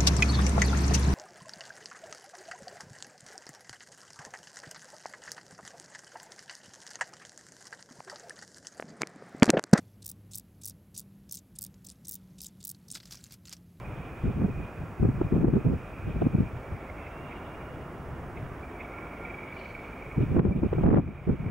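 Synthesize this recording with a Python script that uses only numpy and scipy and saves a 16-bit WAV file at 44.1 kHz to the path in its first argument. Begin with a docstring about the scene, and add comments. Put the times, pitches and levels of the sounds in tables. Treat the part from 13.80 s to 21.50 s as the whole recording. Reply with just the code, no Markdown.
"""A dull wash of distant traffic fills a garden, and gusts of wind soon thump the microphone.
The gusts are eddies, swirls of air that rumble, slap and crack, and push the recorder's limiter down.
Far birds chirr near 2.3 kHz and two thin whistles drift over from afar. At about five seconds one bird
breaks into a quick trill; then the wind comes back harder."""
import sys
import numpy as np
from scipy import signal
from scipy.fft import rfft, irfft
from scipy.io import wavfile
from scipy.ndimage import uniform_filter1d

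SR = 44100
rng = np.random.default_rng(int(sys.argv[2]) if len(sys.argv) > 2 else 0)


def put_to_file(sound):
    """Save the sound as 16-bit audio at rate SR, in the file named by the first command-line argument."""
    columns = np.atleast_2d(sound).T  # one column per channel
    safe = np.clip(columns, -1, 1)
    whole_steps = np.round(safe * 32767)
    wavfile.write(sys.argv[1], SR, whole_steps.astype(np.int16))


N = 339570
TIME = np.arange(N) / SR
BINS_HZ = np.maximum(np.arange(N // 2 + 1) * SR / N, 1)

# tone colour of air tearing at the microphone: frequency_hz, relative_db
TEARING = [(250, -15), (500, 20.5), (850, 5), (1400, -3.5), (2200, -26), (3300, -33.5), (4200, -48),
           (8000, -64)]


def from_db(db):
    """Turn decibels into a number to multiply by."""
    return 10 ** (np.asarray(db) / 20)


def unit_power(x):
    """Scale a signal so that its average power is 1."""
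    return x / np.sqrt(np.mean(x ** 2) + 1e-20)


def over_time(rows):
    """Join the rows of a time table into one curve for each column after the first."""
    time_s, *columns = np.transpose(rows)
    return [np.interp(TIME, time_s, column) for column in columns]


def over_frequency(rows):
    """Join the rows of a frequency table into a curve, giving each octave equal room."""
    hz, value = np.transpose(rows)
    return np.interp(np.log(BINS_HZ), np.log(hz), value)


def smooth(x, seconds):
    """Round off quick changes by taking a running average twice."""
    size = max(int(seconds * SR), 1)
    return uniform_filter1d(uniform_filter1d(x, size), size)


def drift(rate_hz):
    """A random wobble of typical size 1, mostly slower than rate_hz."""
    return unit_power(irfft(rfft(rng.standard_normal(N)) / (1 + (BINS_HZ / rate_hz) ** 2), N))


def noise(colour, alike):
    """Stereo noise with a given tone colour; alike=1 makes left and right the same."""
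    mid, side = rfft(rng.standard_normal((2, N))) * from_db(over_frequency(colour))
    return unit_power(irfft(np.sqrt(1 + alike) * mid + np.sqrt(1 - alike) * side * [[1], [-1]], N))


def evened(x, seconds):
    """Take out slow swells so that only the fine grain remains."""
    return x / np.sqrt(smooth(np.mean(x ** 2, axis=0), seconds) + 1e-9)


def sine(hz):
    """A pure wave that follows a changing frequency."""
    return np.sin(2 * np.pi * np.cumsum(hz) / SR)


def panned(x, pan_db):
    """Move a sound to the left (above 0) or right (below 0)."""
    return x * from_db(np.array([[.5], [-.5]]) * pan_db)


def outdoors(x, echo_db, fade_s):
    """Trees and walls send back a short blurred echo, different on each side."""
    tail = rng.standard_normal((2, SR)) * from_db(-60 * TIME[:SR] / fade_s)
    tail /= np.sqrt(np.sum(tail ** 2, axis=1, keepdims=True))
    return x + from_db(echo_db) * signal.fftconvolve(x[None], tail, axes=1)[:, :N]


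def traffic():
    """Far tyres and engines merge into a dull wash, a little to the right."""
    colour = [(15, -34), (35, 3.5), (60, 5.5), (130, 0), (330, 1), (540, -2.5), (690, -2), (850, -5.5),
              (1350, -7), (1550, -11), (2100, -15), (2700, -24), (3450, -34.5), (4100, -42.5),
              (6000, -68.5)]  # tone colour: frequency_hz, relative_db
    loudness = [(0, -43), (1, -43.5), (2.4, -43.5), (3.2, -41.5), (4.2, -42), (5.4, -41), (6.2, -43),
                (7.7, -40.5)]  # slow swells: time_s, level_db
    likeness = [(60, 1), (330, 1), (570, 0.96), (1000, 0.9), (1800, 0.9), (3100, 0.53)]  # how well left and right match: frequency_hz, alike (0 to 1)
    balance = [(350, 0), (540, -0.5), (1300, -2.5), (2000, -3), (3100, -6.5)]  # lean to one side: frequency_hz, left_minus_right_db
    level_db, = over_time(loudness)
    centred = noise(colour, over_frequency(likeness))
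    wash = irfft(panned(rfft(centred), over_frequency(balance)), N)
    return from_db(level_db + 0.32 * drift(2.9)) * wash


def eddy_levels(rise_s, fall_s):
    """Strength in dB of large and small eddies: gusts build, hold and die away over a light breeze."""
    breeze = [(0, -37), (.3, -47), (2.2, -41.5), (2.65, -36.5), (2.8, -44), (3.2, -51.5), (4.15, -45),
              (4.8, -40), (5.05, -75), (6.2, -55.5), (6.4, -32), (7.7, -41.5)]  # large eddies in the light air: time_s, level_db
    gusts = [(0.437, .055, -25, -28.5), (0.549, .05, -28, -31), (0.618, 0.045, -28.5, -24),
             (.69, .15, -34.5, -42), (0.98, 0.056, -34.5, -40), (1.203, 0.087, -22, -24),
             (1.336, 0.13, -30.5, -38), (1.517, 0.091, -27, -23.5), (1.626, 0.067, -24.5, -20),
             (1.73, 0.047, -27, -23), (1.853, 0.028, -20, -19.5), (1.918, 0.031, -27, -29.5),
             (2.272, 0.015, -27, -30), (2.344, .06, -30, -31.5), (2.411, 0.046, -26.5, -23.5),
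             (2.536, 0.079, -29, -29), (2.906, 0.038, -33, -44), (6.372, 0.064, -24, -29.5),
             (6.488, 0.066, -29.5, -26.5), (6.568, 0.037, -18.5, -13.5), (6.641, 0.061, -20, -17),
             (6.749, 0.041, -27.5, -26.5), (6.819, 0.028, -22, -20.5), (6.919, 0.11, -25, -28.5),
             (7.04, 0.14, -16.5, -10), (7.19, .04, -22.5, -21), (7.241, 0.051, -28, -29),
             (7.47, 0.048, -19.5, -19.5), (7.596, 0.23, -26.5, -30)]  # gusts on the microphone: start_s, length_s, large_db, small_db
    breeze_db = over_time(breeze)[0] + 4 * drift(11)
    power = from_db([breeze_db, breeze_db - 14]) ** 2  # small eddies are weaker in light air
    for start_s, length_s, large_db, small_db in gusts:
        near = np.abs(TIME - start_s) < .5
        age = TIME[near] - start_s
        rise = np.clip(age / rise_s + .5, 0, 1)
        fall = np.exp(-np.maximum(age - length_s, 0) / fall_s)
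        power[:, near] += (from_db([[large_db], [small_db]]) * rise * fall) ** 2
    return 10 * np.log10(power)


def wind(large_db, small_db):
    """Large eddies cover both microphone openings; small ones hit each apart and veer between them."""
    large_colour = [(10, -12.5), (22, -17.5), (50, -4), (100, -2.5), (140, -2.5), (185, -11), (300, -58.5),
                    (600, -87.5)]  # deep rumble: frequency_hz, relative_db
    small_colour = [(70, -22.5), (125, -3.5), (165, 3), (230, -2), (320, -6), (420, -9), (560, -22.5),
                    (800, -34), (1500, -49), (4000, -96.5)]  # higher flutter: frequency_hz, relative_db
    large = from_db(large_db - 1.0) * evened(noise(large_colour, alike=0.92), seconds=0.07)
    swirl = evened(noise(small_colour, alike=0.61), seconds=0.028)
    flutter_db = 6.74 * np.tanh(drift(35))
    small = panned(from_db(small_db - 2.38 + flutter_db) * swirl, pan_db=4.1 * drift(15))
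    # the flow tears at the pressure peaks of hard gusts
    peaks = unit_power(np.tanh(np.maximum(swirl - .3, 0) ** 2))
    tearing_db = -45 + 1.67 * (small_db + 22) + flutter_db
    tearing = from_db(tearing_db) * peaks * evened(noise(TEARING, alike=.1), seconds=0.0051)
    return large + small + tearing


def chirr(blur_hz):
    """Far bird voices throb; they arrive by many paths, which blurs their pitch and loudness."""
    loudness = [(0, -56), (.85, -57.5), (1.1, -61.5), (2.2, -55.5), (3.75, -58), (4.25, -73), (5.1, -53),
                (5.65, -50), (6.8, -55), (7.7, -49.5)]  # swells of the chirring: time_s, level_db
    pitch = [(0, 2376), (.85, 2440), (2.5, 2406), (3.2, 2203), (3.8, 2340), (5.7, 2263), (6.8, 2386),
             (7.7, 2277)]  # its centre: time_s, pitch_hz
    level_db, = over_time(loudness)
    throb = sine(22 + 3 * drift(4.1))
    gain = from_db(level_db - 0.9 + 1.6 * throb + 1.2 * drift(14))
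    phase = 2 * np.pi * np.cumsum(over_time(pitch)[0]) / SR
    return gain * unit_power(drift(blur_hz) * np.cos(phase) + drift(blur_hz) * np.sin(phase))


def far_song():
    """Distance blurs the song of many birds into a flickering band of noise."""
    loudness = [(0, -65.5), (1.1, -72.5), (2.25, -68.5), (3.2, -70), (3.6, -65), (4.1, -72), (5.7, -70.5),
                (6.8, -66.5), (7.7, -67.5)]  # swells of the song: time_s, level_db
    colour = [(2200, -22), (2750, 3.5), (3000, -2), (3350, -4), (3750, -9), (4100, -23.5), (6000, -59.5)]  # tone colour: frequency_hz, relative_db
    return from_db(over_time(loudness)[0] + 2.9 * drift(15)) * noise(colour, alike=0.56)


def whistles():
    """Two thin, wavering tones echo from afar: a low one throughout, a high one midway."""
    low = [(0, 1360, -73.5), (2, 1381, -63), (4.9, 1384, -66), (5.05, 1390, -76), (5.12, 1370, -55),
           (5.45, 1398, -55.5), (5.65, 1382, -69), (6.3, 1400, -73), (7.7, 1370, -75)]  # lower tone: time_s, pitch_hz, level_db
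    high = [(3.1, 2680, -82), (3.2, 2660, -62), (3.3, 2645, -62), (3.36, 2740, -63), (3.46, 2805, -64),
            (3.6, 2795, -72), (3.72, 2830, -62.5), (4, 2840, -72), (4.8, 2780, -79)]  # higher tone: time_s, pitch_hz, level_db
    both = np.zeros((2, N))
    for rows, waver_hz in (high, 12.5), (low, 2.17):
        pitch_hz, level_db = over_time(rows)
        sounding = (TIME >= rows[0][0]) & (TIME <= rows[-1][0])
        gain = sounding * from_db(level_db - 0.5 + 2.8 * drift(15))
        tone = unit_power(sine(pitch_hz + waver_hz * drift(30)))
        both += outdoors(gain * tone, echo_db=-2.5, fade_s=0.97)
    return panned(both, pan_db=-1.5)


def slaps(gust_db, swing_db, spurt_db, spurt_s, side_lag_s):
    """An eddy swings the pressure a few times, faster if it is tight, and tears off with a dry spurt."""
    hits = [(0.615, -16, -26), (1.25, -12, -23.5), (1.413, -11.5, -16.5), (1.642, -11, -21.5),
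            (2.418, -12.5, -16), (2.465, -7.5, -26.5), (2.548, -6, -34), (2.602, -8, -33),
            (6.563, -9.5, -20.5), (6.591, -8.5, -20), (6.831, -9, -20.5), (6.927, -16, -12),
            (6.98, -16, -17), (7.036, -11.5, -14.5), (7.14, -5.5, -20), (7.169, -13.5, -13.5),
            (7.492, -6.5, -28)]  # single eddies on the microphone: time_s, peak_db, brightness_db
    swings, spurts = np.zeros((2, 2, N))
    t = TIME[:SR // 20] - .015
    for (time_s, peak_db, bright_db), (phase, lag) in zip(hits, rng.uniform(-1, 1, (len(hits), 2))):
        start = int((time_s + 0.0042 + t[0]) * SR)
        span = slice(start, start + len(t))
        age = t + np.array([[1], [-1]]) * lag * side_lag_s  # one side is hit first
        gain = from_db(peak_db + np.maximum(gust_db[start] + 18.5, 0))  # hard gusts slap harder
        pitch_hz = 270 * 2 ** ((bright_db + 23) / 19)
        swing = np.sin(2 * np.pi * pitch_hz * age + np.pi * phase)
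        swings[:, span] += gain * np.exp(-(age / 0.0032) ** 2) * swing
        spurts[:, span] += gain * from_db(bright_db) * np.exp(-np.abs(age) / spurt_s)
    tearing = evened(noise(TEARING, alike=0.27), seconds=0.0023)
    return from_db(swing_db) * swings + from_db(spurt_db) * spurts * tearing


def far_calls():
    """Far birds sing thin gliding notes that swell and fade."""
    calls = [(.73, 0.098, 2390, 2550, -52), (.82, 0.039, 2455, 2430, -46), (1.21, .04, 9400, 9600, -73),
             (1.426, 0.097, 2440, 2410, -56.5), (5.378, 0.28, 3320, 3320, -73),
             (4.824, 0.026, 2380, 2300, -46), (5.68, 0.056, 3010, 3800, -68),
             (5.755, 0.071, 3200, 2480, -57.5), (5.758, 0.082, 4740, 3900, -73),
             (5.814, .06, 2750, 3200, -61), (5.852, .5, 4480, 4400, -80), (6.712, 0.031, 2390, 2280, -42)]  # single notes: start_s, length_s, start_hz, end_hz, peak_db
    notes = np.zeros(N)
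    for start_s, length_s, start_hz, end_hz, peak_db in calls:
        start, size = int(start_s * SR), int(length_s * SR)
        glide = sine(np.linspace(start_hz, end_hz, size))
        notes[start:start + size] += from_db(peak_db) * np.hanning(size) * glide
    return notes * (1 + 0.21 * drift(50))


def rasps():
    """Hoarse bird calls: short swells of rough noise."""
    calls = [(3, .12, -56), (3.152, .1, -50), (3.245, 0.045, -47.5), (3.488, 0.055, -44),
             (4.538, 0.081, -55), (4.983, 0.047, -49), (5.441, 0.086, -46.5)]  # single rasps: start_s, length_s, level_db
    colour = [(1300, -38), (1850, -17), (2100, 4), (2350, 0), (2600, -1.5), (2900, -40), (3600, -22),
              (5000, -58)]  # tone colour: frequency_hz, relative_db
    swells = sum(from_db(level_db) * np.sin(np.pi * np.clip((TIME - start_s) / length_s, 0, 1))
                 for start_s, length_s, level_db in calls)
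    return swells * from_db(4.3 * drift(70) - 2.0) * noise(colour, alike=0.99)


def trill(start_s, step_s, count, pitch_hz, rise_s, fall_hz_per_s):
    """One bird repeats a short falling note, each a little different and roughened on the way."""
    loudness = [(4.95, -48), (5.15, -41.5), (5.4, -49), (5.45, -35), (5.54, -34.5), (5.6, -45),
                (5.98, -37.5), (6.08, -42.5), (6.3, -42.5), (6.45, -54)]  # swells of the trill: time_s, peak_db
    level_db, = over_time(loudness)
    notes = np.zeros(N)
    t = TIME[:SR // 10]
    swell = (t / rise_s) ** 2 * np.exp(2 - 2 * t / rise_s)
    for k, (late, louder, higher) in enumerate(rng.standard_normal((count, 3))):
        start = int((start_s + k * step_s + .002 * late) * SR)
        glide = sine(pitch_hz + 28 * higher - fall_hz_per_s * (t - rise_s))
        notes[start:start + len(t)] += from_db(level_db[start] + louder) * swell * glide
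    return notes * (1 + 0.24 * drift(120)) * (1 + 0.26 * drift(200))


def chip():
    """One faint, high bird call: a brief swell of bright noise."""
    loudness = [(5.66, -100), (5.76, -77), (5.79, -72), (5.86, -73), (5.95, -78), (6.3, -100)]  # its rise and fall: time_s, level_db
    colour = [(2000, -30.5), (2900, 1), (3600, -11.5), (4000, -3), (4450, -1.5), (5000, -12), (6200, -17.5),
              (8000, -38.5)]  # tone colour: frequency_hz, relative_db
    return from_db(over_time(loudness)[0] + 7.0 + 2.5 * drift(40)) * noise(colour, alike=0.77)


def birds():
    """All the bird voices together, mostly a little to the right."""
    voices = chirr(blur_hz=154)
    voices += trill(start_s=4.952, step_s=.0452, count=34,
                    pitch_hz=2292, rise_s=0.0053, fall_hz_per_s=4000)
    high_chip = chip()
    nearer = outdoors(voices, echo_db=-10.5, fade_s=0.63)
    farther = outdoors(far_calls(), echo_db=-5.5, fade_s=.7)
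    background = panned(far_song() + rasps(), pan_db=-3.5)
    return panned(nearer + farther, pan_db=-2) + high_chip + background


def cracks(gust_db, fade_s):
    """The hardest gusts tear at the microphone's grille in tiny dry bursts, louder in stronger wind."""
    hits = [(6.58, -45), (6.592, -25), (6.9338, -33), (7.0625, -37.5), (7.1035, -38.5), (7.1433, -28.5),
            (7.1554, -35.5), (7.1708, -32.5)]  # single cracks: time_s, peak_db
    colour = [(500, -9), (1000, 6.5), (2000, 1), (2600, -9.5), (3400, -20), (4300, -33.5), (8000, -54)]  # tone colour: frequency_hz, relative_db
    bursts = sum(from_db(peak_db) * np.exp(-np.abs(TIME - time_s - .002) / fade_s)
                 for time_s, peak_db in hits)
    gain = from_db(np.maximum(gust_db + 21.5, 0) - 1)
    return gain * bursts * evened(noise(colour, alike=0.51), seconds=0.0034)


def scene():
    """Wind close by, everything else far off."""
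    large_db, small_db = eddy_levels(rise_s=.022, fall_s=0.021)
    far_whistles = whistles()
    buffets = wind(large_db, small_db)
    buffets += slaps(small_db, swing_db=-2.5, spurt_db=6.0, spurt_s=0.0033, side_lag_s=0.00056)
    buffets += cracks(small_db, fade_s=0.0013)
    return traffic() + buffets + birds() + far_whistles


def sinking_peaks(db, db_per_s):
    """Catch each peak and let it sink at a steady rate."""
    return np.maximum.accumulate(db + db_per_s * TIME) - db_per_s * TIME


def limiter(x, threshold_db, charge_s):
    """Turn loud moments down: brief ones are let go quickly, long ones keep the volume low a while."""
    power = smooth(np.mean(x ** 2, axis=0), seconds=0.013)
    level_db = 10 * np.log10(np.maximum(power, 1e-12))
    quick_db = sinking_peaks(np.maximum(level_db - threshold_db, 0), db_per_s=157.0)
    keep = np.exp(-1 / (charge_s * SR))
    built_up_db = signal.lfilter([1 - keep], [1, -keep], quick_db)
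    slow_db = sinking_peaks(built_up_db, db_per_s=12)
    return x * from_db(-smooth(np.maximum(quick_db, slow_db), seconds=0.0063))


def record(dry):
    """The recorder adds hiss and a faint whine, limits the gusts and cuts the highest treble."""
    hiss_colour = [(1000, -2.5), (4000, -3.5), (5000, 1), (6700, 0), (8000, -2), (11000, -2.5),
                   (15000, -6.5)]  # the recorder's own hiss: frequency_hz, relative_db
    whine_hz, cutoff_hz = 15625, 15720
    hiss = from_db(-69) * noise(hiss_colour, alike=0.93)
    whine = from_db(-79.5) * unit_power(np.sin(2 * np.pi * whine_hz * TIME))
    limited = limiter(dry + hiss + whine, threshold_db=-18.5, charge_s=0.055)
    treble_cut = signal.ellip(12, .1, 80, cutoff_hz, fs=SR, output="sos")
    return signal.sosfilt(treble_cut, limited)


dry = scene()
out = record(dry)
put_to_file(out)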